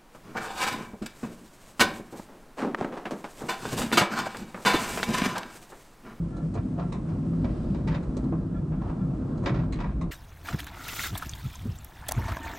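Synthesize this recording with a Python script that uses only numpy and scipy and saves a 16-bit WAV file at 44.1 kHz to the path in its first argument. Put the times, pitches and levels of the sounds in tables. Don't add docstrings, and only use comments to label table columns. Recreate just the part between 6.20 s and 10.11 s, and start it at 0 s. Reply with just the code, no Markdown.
import sys
import numpy as np
from scipy import signal
from scipy.fft import rfft, irfft
from scipy.io import wavfile
from scipy.ndimage import uniform_filter1d

SR = 44100
rng = np.random.default_rng(int(sys.argv[2]) if len(sys.argv) > 2 else 0)


def generate_wav(signal):
    frames = np.transpose(np.atleast_2d(signal))
    scaled = np.clip(frames, -1, 1) * 32767
    pcm = np.round(scaled).astype(np.int16)
    wavfile.write(sys.argv[1], SR, pcm)


N = 172431
TIME, HZ = np.arange(N) / SR, np.fft.rfftfreq(N, 1 / SR)


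def amp(db):
    return 10 ** (np.asarray(db) / 20)


def unit(x):
    return x / np.sqrt(np.mean(x ** 2) + 1e-20)


def at_hz(points, hz=HZ):
    f, value = np.transpose(points)
    return np.interp(np.log(hz + 1), np.log(f + 1), value)


def curve(points, axis=1):
    rows = np.array(points)
    return np.interp(TIME, rows[:, 0], rows[:, axis])


def add(mix, s, sound):
    part = mix[:, max(round(s * SR), 0):][:, :sound.shape[1]]
    part += sound[:, :part.shape[1]]


def drift(rate_hz):
    lowpass = np.exp(-(HZ / rate_hz) ** 2) * (HZ > 0)
    return unit(irfft(rfft(rng.standard_normal(N)) * lowpass, N))


def lifted(peaks):
    return amp(sum(db / (1 + ((HZ - hz) / (width / 2)) ** 2) for hz, width, db in peaks))


# (frequency [Hz], side relative to mid [dB])
WIDTH = [(40, -30.5), (140, -27.5), (260, -16), (500, -6), (1000, -9), (2500, -3.5), (5000, -7.5),
         (9000, -6.5)]


def noise(gain):
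    mid, side = rfft(rng.standard_normal((2, N)))
    side = side * amp(at_hz(WIDTH))
    return unit(irfft(np.array([mid + side, mid - side]) * gain, N))


def steadied(x, span_s, share):
    power = uniform_filter1d((x ** 2).mean(0), max(int(span_s * SR), 1))
    return unit(x / (abs(power) + 1e-9) ** (share / 2))


# (frequency [Hz], width [Hz], level [dB])
CARRIAGE = [(36.7, 17, -4.5), (54.6, 14, 2), (98.6, 13, 0), (140, 27.3, 0), (168.5, 16.8, -0.5),
            (194.2, 18, -1), (224, 7.4, -2.5), (253.4, 30.3, -6), (315.3, 30.3, -7), (351, 25.5, -15.5),
            (502, 14, -25.5), (576, 16, -24)]
# (time [s], deep bass level [dB], upper rumble level [dB])
SWAY = [(0, -39, -37), (.3, -42, -34.5), (.42, -40, -32), (.8, -42, -34), (1.0, -44.5, -32),
        (1.27, -35, -29), (1.4, -35, -31.5), (1.65, -36, -29), (1.87, -33, -33.5), (2.08, -37, -28.5),
        (2.35, -37, -32.5), (2.65, -36.5, -33), (2.87, -37, -32.5), (3.05, -42, -32), (3.38, -34.5, -30),
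        (3.55, -32.5, -32), (3.75, -32, -35), (3.91, -34, -35)]
RUMBLE_DB, RUMBLE_SPLIT_HZ = -30.5, 78


def rumble():
    power = sum(amp(db) ** 2 / (1 + ((HZ - hz) / (0.71 * width)) ** 2) ** 2 for hz, width, db in CARRIAGE)
    low_cut = (HZ / 22) ** 4 / (1 + (HZ / 22) ** 4)
    gain = np.sqrt(power) * low_cut
    out = np.zeros((2, N))
    for k, band in enumerate([HZ < RUMBLE_SPLIT_HZ, HZ >= RUMBLE_SPLIT_HZ]):
        level = curve(SWAY, axis=k + 1)
        sway_db = 0.92 * (level - level.mean())
        share = np.linalg.norm(gain * band) / np.linalg.norm(gain)
        body = steadied(noise(gain * band), span_s=0.11, share=0.4)
        out += share * body * amp(RUMBLE_DB + sway_db)
    return out


def panel(hz, wander_hz, level_db):
    turns = np.cumsum(hz + wander_hz * drift(9.43)) / SR
    return unit(np.sin(2 * np.pi * turns)) * amp(level_db + 1.5 * drift(27))


# (time [s], level [dB])
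DRUMMING = [(0, -24), (.05, -30.5), (.09, -42.5), (.19, -38.5), (.255, -22), (.31, -42.5), (.53, -32.5),
            (.85, -38.5), (1.0, -27), (1.09, -29), (1.2, -25), (1.29, -39), (1.64, -43), (1.71, -25.5),
            (1.79, -44), (2.08, -38), (2.15, -23.5), (2.22, -38), (2.42, -35), (2.52, -23.5), (2.6, -39),
            (2.9, -29.5), (3.0, -43), (3.27, -38), (3.35, -28.5), (3.5, -33.5), (3.68, -47), (3.85, -26.5),
            (3.91, -51)]
# (time [s], level [dB])
DRONING = [(0, -53), (.3, -43.5), (.52, -35), (.75, -49.5), (1.0, -34), (1.22, -36), (1.36, -43.5),
           (1.55, -37.5), (1.72, -34.5), (1.87, -49.5), (2.05, -32), (2.25, -39.5), (2.6, -45),
           (3.0, -37.5), (3.3, -44.5), (3.5, -38), (3.72, -50), (3.87, -38.5)]
DRUM_HZ, DRUM_WANDER_HZ, DRUM_TRIM_DB = 164.1, 5.43, -2.5
DRONE_HZ, DRONE_WANDER_HZ, DRONE_TRIM_DB = 259.4, 4.93, -2


def drumming_panels():
    drum = panel(DRUM_HZ, DRUM_WANDER_HZ, DRUM_TRIM_DB + curve(DRUMMING))
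    drone = panel(DRONE_HZ, DRONE_WANDER_HZ, DRONE_TRIM_DB + curve(DRONING))
    return drum + drone


# (time [s], frequency [Hz], peak level [dB])
JOLTS = [(0.366, 91.6, -27.5), (0.914, 96.7, -29), (1.221, 247, -26), (1.495, 192, -27.5),
         (1.962, 188, -31.5), (2.115, 323, -30), (2.639, 96, -31), (2.80, 185, -27), (2.826, 153, -26),
         (2.88, 133, -28), (3.166, 235.5, -29), (3.304, 129, -22.5), (3.37, 129.4, -23.5)]
JOLT_RISE_S = .022


def jolts():
    t, out = np.arange(SR // 3) / SR, np.zeros((2, N))
    swell = (t / JOLT_RISE_S * np.exp(1 - t / JOLT_RISE_S)) ** 2
    for (s, hz, db), phase in zip(JOLTS, rng.random(len(JOLTS))):
        tone = np.sin(2 * np.pi * (hz * t + phase))
        add(out, s, (amp(db) * swell * tone)[None])
    return out


# (frequency [Hz], width [Hz], lift [dB])
FRAME = [(568, 11, 4.5), (624, 20, 6.5), (715, 33, 4.5), (895, 140, 3), (996, 13, 4.5), (1063, 53, 7),
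         (1195, 97, 4), (1332, 68, 4), (1620, 16, 6), (1927, 21, 4), (2550, 330, 2.5), (3980, 39, 6)]
BANDS_HZ = [350, 750, 1900, 4200, 8000]
BAND_DECAY = [1.38, 1.22, 1.28, 0.76, 0.63]
HOLD_S, TAIL_DB, TAIL_T60_S = 0.0025, -23.5, 0.73
CHATTER_DB, RING_FLUTTER_DB = 1.5, 1.5
FAVOUR_SPREAD = .04


def clatter_bands(body):
    logs = np.log(BANDS_HZ)
    low_cut, high_cut = 1 / (1 + (220 / (HZ + 1)) ** 4), 1 / (1 + (HZ / 9300) ** 12)
    colour = low_cut * high_cut / (HZ + 300) ** 1.41 * lifted(FRAME + body)
    return [noise(colour * np.sqrt(np.interp(np.log(HZ + 1), logs, row))) for row in np.eye(len(logs))]


def blows(events, modes, body, clatter_db):
    logs, out = np.log(BANDS_HZ), np.zeros((2, N))
    bands = clatter_bands(body)
    chatter, flutter = amp(CHATTER_DB * drift(200)), RING_FLUTTER_DB * drift(90)
    for s, rise, t60, ring_db, *columns in events:
        levels, favoured = columns[:len(logs)], columns[len(logs):]
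        start = round(s * SR)
        span = slice(start, start + SR // 2)
        t = TIME[span] - TIME[span][0]
        attack = np.minimum(t / max(rise, 1e-4), 1)
        after = np.maximum(t - rise - HOLD_S, 0)
        tail = amp(TAIL_DB - 60 * after / TAIL_T60_S)
        sound = np.zeros((2, len(t)))
        for band, db, share in zip(bands, levels, BAND_DECAY):
            decay = np.hypot(amp(-60 * after / (t60 * share)), tail)
            sound += band[:, span] * amp(db + clatter_db) * decay
        sound *= chatter[span]
        chances = rng.uniform(-1, 1, (len(modes), 3))
        for (hz, db, ring_s), (phase, spread, detune) in zip(modes, chances):
            level = np.interp(np.log(hz), logs, levels) + db + ring_db
            if favoured:
                favoured_hz, lift_db = favoured
                level += lift_db * np.exp(-(np.log(hz / favoured_hz) / FAVOUR_SPREAD) ** 2)
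            stereo_phase = spread * np.array([[1], [-1]]) / 2
            angle = 2 * np.pi * hz * (1 + 0.0038 * detune) * t + np.pi * phase + stereo_phase
            rattle = np.roll(flutter, int(spread * N))[span]
            sound += amp(level + rattle - 60 * after / ring_s) * np.sin(angle)
        add(out, s, attack * sound)
    return out


# (time [s], rise [s], t60 [s], ringing relative to bands [dB], thud [dB], body [dB], clang [dB],
#  edge [dB], sizzle [dB], favoured note [Hz], its lift [dB])
CLANKS = [ (.351, 0.0065, .13, -4, -31.5, -36.5, -51, -56, -82, 895, 3),
          (.373, .0035, .13, -8.5, -42, -44.5, -47.5, -58, -73, 1355, 9),
          (1.240, 0.0067, 0.1, -5.5, -27.5, -35, -41, -48, -80, 1790, -1),
          (1.544, 0.0045, 0.18, -3, -35, -42.5, -50, -52, -64, 962, 4.5),
          (1.671, 0.0074, 0.21, -7, -41, -43, -35.5, -43.5, -52.5, 895, 22.5),
          (1.712, 0.014, .14, 2, -42, -50, -49.5, -53, -76, 1790, 7),
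          (1.741, .0048, .16, -3, -41.5, -41.5, -41, -47, -67, 3695, 10),
          (1.751, .003, .08, -9, -47, -46, -47, -59, -75, 1052, 9),
          (2.121, 0.0027, .12, -12, -32.5, -32, -49, -73.5, -75, 895, 8),
          (3.257, .004, .2, 0, -28, -33, -33.5, -35.5, -56, 962, 3),
          (3.269, .0024, .13, 2, -33, -37.5, -36.5, -48, -65, 563, 4),
          (3.290, .002, .1, -5, -37, -44, -43, -56, -68, 1052, 6),
          (3.343, 0.0038, 0.18, -8, -47, -42, -45.5, -48.5, -66, 1355, 22),
          (3.367, .003, .1, -3, -55, -53, -52, -61, -74, 1355, 10),
          (3.388, 0.0056, 0.15, -11, -52, -45.5, -46, -60, -76, 1135, 9),
          (3.433, 0.0025, 0.072, 0, -54, -44, -56, -66, -80, 1355, 9),
          (3.587, 0.0028, 0.18, -12, -61, -35.5, -40.5, -53, -69, 1355, 13),
          (3.602, 0.0025, 0.17, -3.5, -57, -43, -45.5, -50.5, -59.5, 960, 10),
          (3.634, 0.0093, 0.39, 2, -58, -41.5, -46.5, -59, -77, 962, 4.5)]
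# (frequency [Hz], relative level [dB], t60 [s])
COUPLING = [(470, -6, .15), (563, -2, .16), (895, -12, .19), (962, -4, .2), (1052, -11, .22),
            (1135, -13, .18), (1262, -12, .14), (1355, -13, .22), (1590, -11, .16), (1790, -14, .12),
            (1912, -9, .15), (1956, -11, .15), (2243, -10, .17), (2325, -8.5, .16), (2890, -17, .12),
            (3695, -11, .135), (4850, -12, .08)]
# (frequency [Hz], width [Hz], lift [dB])
COUPLING_BODY = [(1630, 390, 2.5), (2420, 200, 2.5), (2820, 280, -3), (3760, 210, 2.5), (4270, 250, -0.5),
                 (4930, 570, 2.5)]


def couplings():
    return blows(CLANKS, COUPLING, COUPLING_BODY, clatter_db=-5)


# (time [s], rise [s], t60 [s],
#  ringing relative to bands [dB], thud [dB], body [dB], clang [dB], edge [dB], sizzle [dB])
CLINKS = [ (.164, .0045, 0.17, -5, -58, -45.5, -62, -60, -61.5),
          (.339, 0.003, 0.17, -5.5, -47, -42, -55, -56, -55.5),
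          (1.825, 0.0064, 0.094, -4.5, -54, -48.5, -53, -63, -66),
          (1.967, .002, .12, -8, -32, -41.5, -51, -54.5, -50.5),
          (2.035, 0.0056, .15, -5, -44.5, -44.5, -67, -64.5, -71),
          (3.173, 0.0039, 0.21, -7, -48, -51, -68, -60.5, -63),
          (3.225, 0.015, 0.46, -11, -49.5, -37, -51, -62, -61.5),
          (3.523, 0.0016, 0.23, -4.5, -47, -62, -41.5, -46, -52.5)]
# (frequency [Hz], relative level [dB], t60 [s])
IRONWORK = [(1120, -2, .16), (1292, -4, .24), (1863, -5, .2), (2180, -7, .2), (2842, -13, .2),
            (4020, -3, .13), (4172, -6, .11), (6568, -2, .1), (6665, -7, .11), (7930, -6, .13)]
# (frequency [Hz], width [Hz], lift [dB])
IRONWORK_BODY = [(1550, 250, -6.5), (2700, 380, -5.5), (4080, 300, 6.5), (4560, 300, 2.5), (5250, 310, -8),
                 (7150, 200, -3.5)]


def ironwork():
    return blows(CLINKS, IRONWORK, IRONWORK_BODY, clatter_db=-3)


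# (time [s], rise [s], t60 [s],
#  ringing relative to bands [dB], thud [dB], body [dB], clang [dB], edge [dB], sizzle [dB])
LATCH_KNOCKS = [ (.720, 0.0052, 0.23, -6, -42, -39.5, -46, -50.5, -55.5),
                (3.811, 0.0025, 0.15, -7.5, -60, -39.5, -45.5, -52.5, -57)]
# (frequency [Hz], relative level [dB], t60 [s])
LATCH = [(716, -11, .25), (894, -9, .25), (1136, -6, .2), (1240, -6, .18), (2020, -8, .18), (2095, -5, .2),
         (3570, -7, .15), (3700, -4, .14), (3845, -2.5, .14), (4165, -5, .12), (5815, -9, .12),
         (7910, -7, .12)]
# (frequency [Hz], width [Hz], lift [dB])
LATCH_BODY = [(1110, 270, 8), (1520, 260, -8.5), (2160, 400, 4), (3250, 350, -10), (3740, 450, 8),
              (4730, 460, -5)]


def latch():
    return blows(LATCH_KNOCKS, LATCH, LATCH_BODY, clatter_db=-1.5)


# (time [s], rise [s], t60 [s],
#  ringing relative to bands [dB], thud [dB], body [dB], clang [dB], edge [dB], sizzle [dB])
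SCRAPES = [ (.575, 0.012, 0.21, -10, -40.5, -34.5, -48, -58, -80),
           (.594, 0.0032, 0.23, -9, -42, -40, -49, -52, -79),
           (.870, 0.023, 0.5, -11, -58, -41, -52, -61, -67),
           (1.270, 0.025, 0.15, -11, -33.5, -51, -50, -69, -83),
           (2.512, 0.011, 0.22, -15.5, -45.5, -38.5, -49.5, -71, -80),
           (2.611, 0.007, 0.87, -11, -63, -38, -55.5, -60.5, -81),
           (2.675, 0.024, 0.14, -6, -57, -39, -51.5, -61, -80)]


def scrapes():
    return blows(SCRAPES, COUPLING, [], clatter_db=-6.0)


# (frequency [Hz], relative level per Hz [dB])
ROLL = [(100, 0), (330, 9.5), (480, 5), (750, -5.5), (1000, -10.5), (1350, -11), (1700, -18.5), (2200, -34),
        (3000, -32.5), (5000, -37), (11000, -65)]
# (time [s], level [dB])
ROLLING = [(0, -46.5), (.5, -45.5), (1.0, -44), (1.4, -41), (1.9, -43.5), (2.3, -45), (2.5, -44.5),
           (2.8, -43.5), (3.1, -41), (3.4, -40), (3.75, -49.5), (3.91, -43)]


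def wheels():
    roar = noise(amp(at_hz(ROLL)) * lifted(FRAME))
    return roar * amp(curve(ROLLING) + 0.94 * drift(28) + 1.0 * drift(130))


# (centre time [s], half length [s], level [dB], tilt [dB per octave])
SQUEAKS = [(0.138, 0.025, -59.5, -7), (0.2, 0.025, -56.5, -6), (0.38, .016, -51, -10.5),
           (0.621, 0.042, -57.5, -13.5), (2.351, 0.0065, -59, 0), (2.374, 0.014, -55, 3),
           (2.636, 0.053, -61.5, 3), (2.821, 0.021, -58.5, 2)]
# (frequency [Hz], relative level [dB])
SQUEAK_MODES = [(695, -3), (1355, 2), (1720, -4), (2347, -14), (3410, -19.5)]
SQUEAK_WIDTH_HZ = 23.4


def squeaks():
    out = np.zeros((2, N))
    pivot_hz = SQUEAK_MODES[1][0]
    for hz, mode_db in SQUEAK_MODES:
        octaves = np.log2(hz / pivot_hz)
        swell = np.zeros(N)
        for s, half, db, tilt in SQUEAKS:
            swell += amp(db + tilt * octaves) * np.exp(-((TIME - s) / half) ** 2 / 2)
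        note = noise(1 / (1 + ((HZ - hz) / SQUEAK_WIDTH_HZ) ** 2))
        out += swell * amp(mode_db) * steadied(note, span_s=0.044, share=0.28)
    return out


# (frequency [Hz], relative level per Hz [dB])
HISS = [(500, -7), (2000, 5), (3500, -2), (5500, -3.5), (7000, -5), (8300, -3), (9500, -9), (10700, -11.5),
        (12000, -25)]
# (time [s], level [dB])
HISSING = [(0, -65), (.6, -65), (1.2, -64.5), (1.4, -63.5), (1.7, -66.5), (2.0, -65), (2.15, -68),
           (2.55, -68.5), (2.78, -66.5), (3.15, -66.5), (3.5, -70), (3.91, -69)]
# (frequency [Hz], relative level per Hz [dB])
WISP_COLOUR = [(1000, 0), (3000, 3), (4900, 2), (6500, -14), (11000, -26)]
WISP_S, WISP_WIDTH_S, WISP_DB = 1.4, 0.17, -64.5


def steam_and_rain():
    swell = np.exp(-((TIME - WISP_S) / WISP_WIDTH_S) ** 2 / 2)
    wisp = noise(amp(at_hz(WISP_COLOUR))) * amp(WISP_DB) * swell
    hiss = noise(amp(at_hz(HISS))) * amp(curve(HISSING) + .5 * drift(22) + 0.58 * drift(400))
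    return hiss + wisp


def scene():
    body = rumble() + drumming_panels() + jolts()
    iron = couplings() + ironwork() + latch() + scrapes()
    return body + iron + wheels() + squeaks() + steam_and_rain()


# (frequency [Hz], left minus right [dB])
LEAN = [(130, -.1), (260, .8), (500, -1.6), (1000, -.7), (2000, 0), (8000, -.3)]
LOW_CUT_HZ, EDGE_HZ = 22, 11600


def record(dry):
    low_cut = (HZ / LOW_CUT_HZ) ** 6 / (1 + (HZ / LOW_CUT_HZ) ** 6)
    lean = amp(at_hz(LEAN) * np.array([[.5], [-.5]]))
    leaned = irfft(rfft(dry) * low_cut * lean, N)
    ends = np.minimum(np.minimum(TIME, TIME[::-1]) / .003, 1)
    taps = signal.firwin(255, EDGE_HZ, window=("kaiser", 9), fs=SR)
    return signal.oaconvolve(leaned * ends, taps[None], "same")


dry = scene()
out = record(dry)
generate_wav(out)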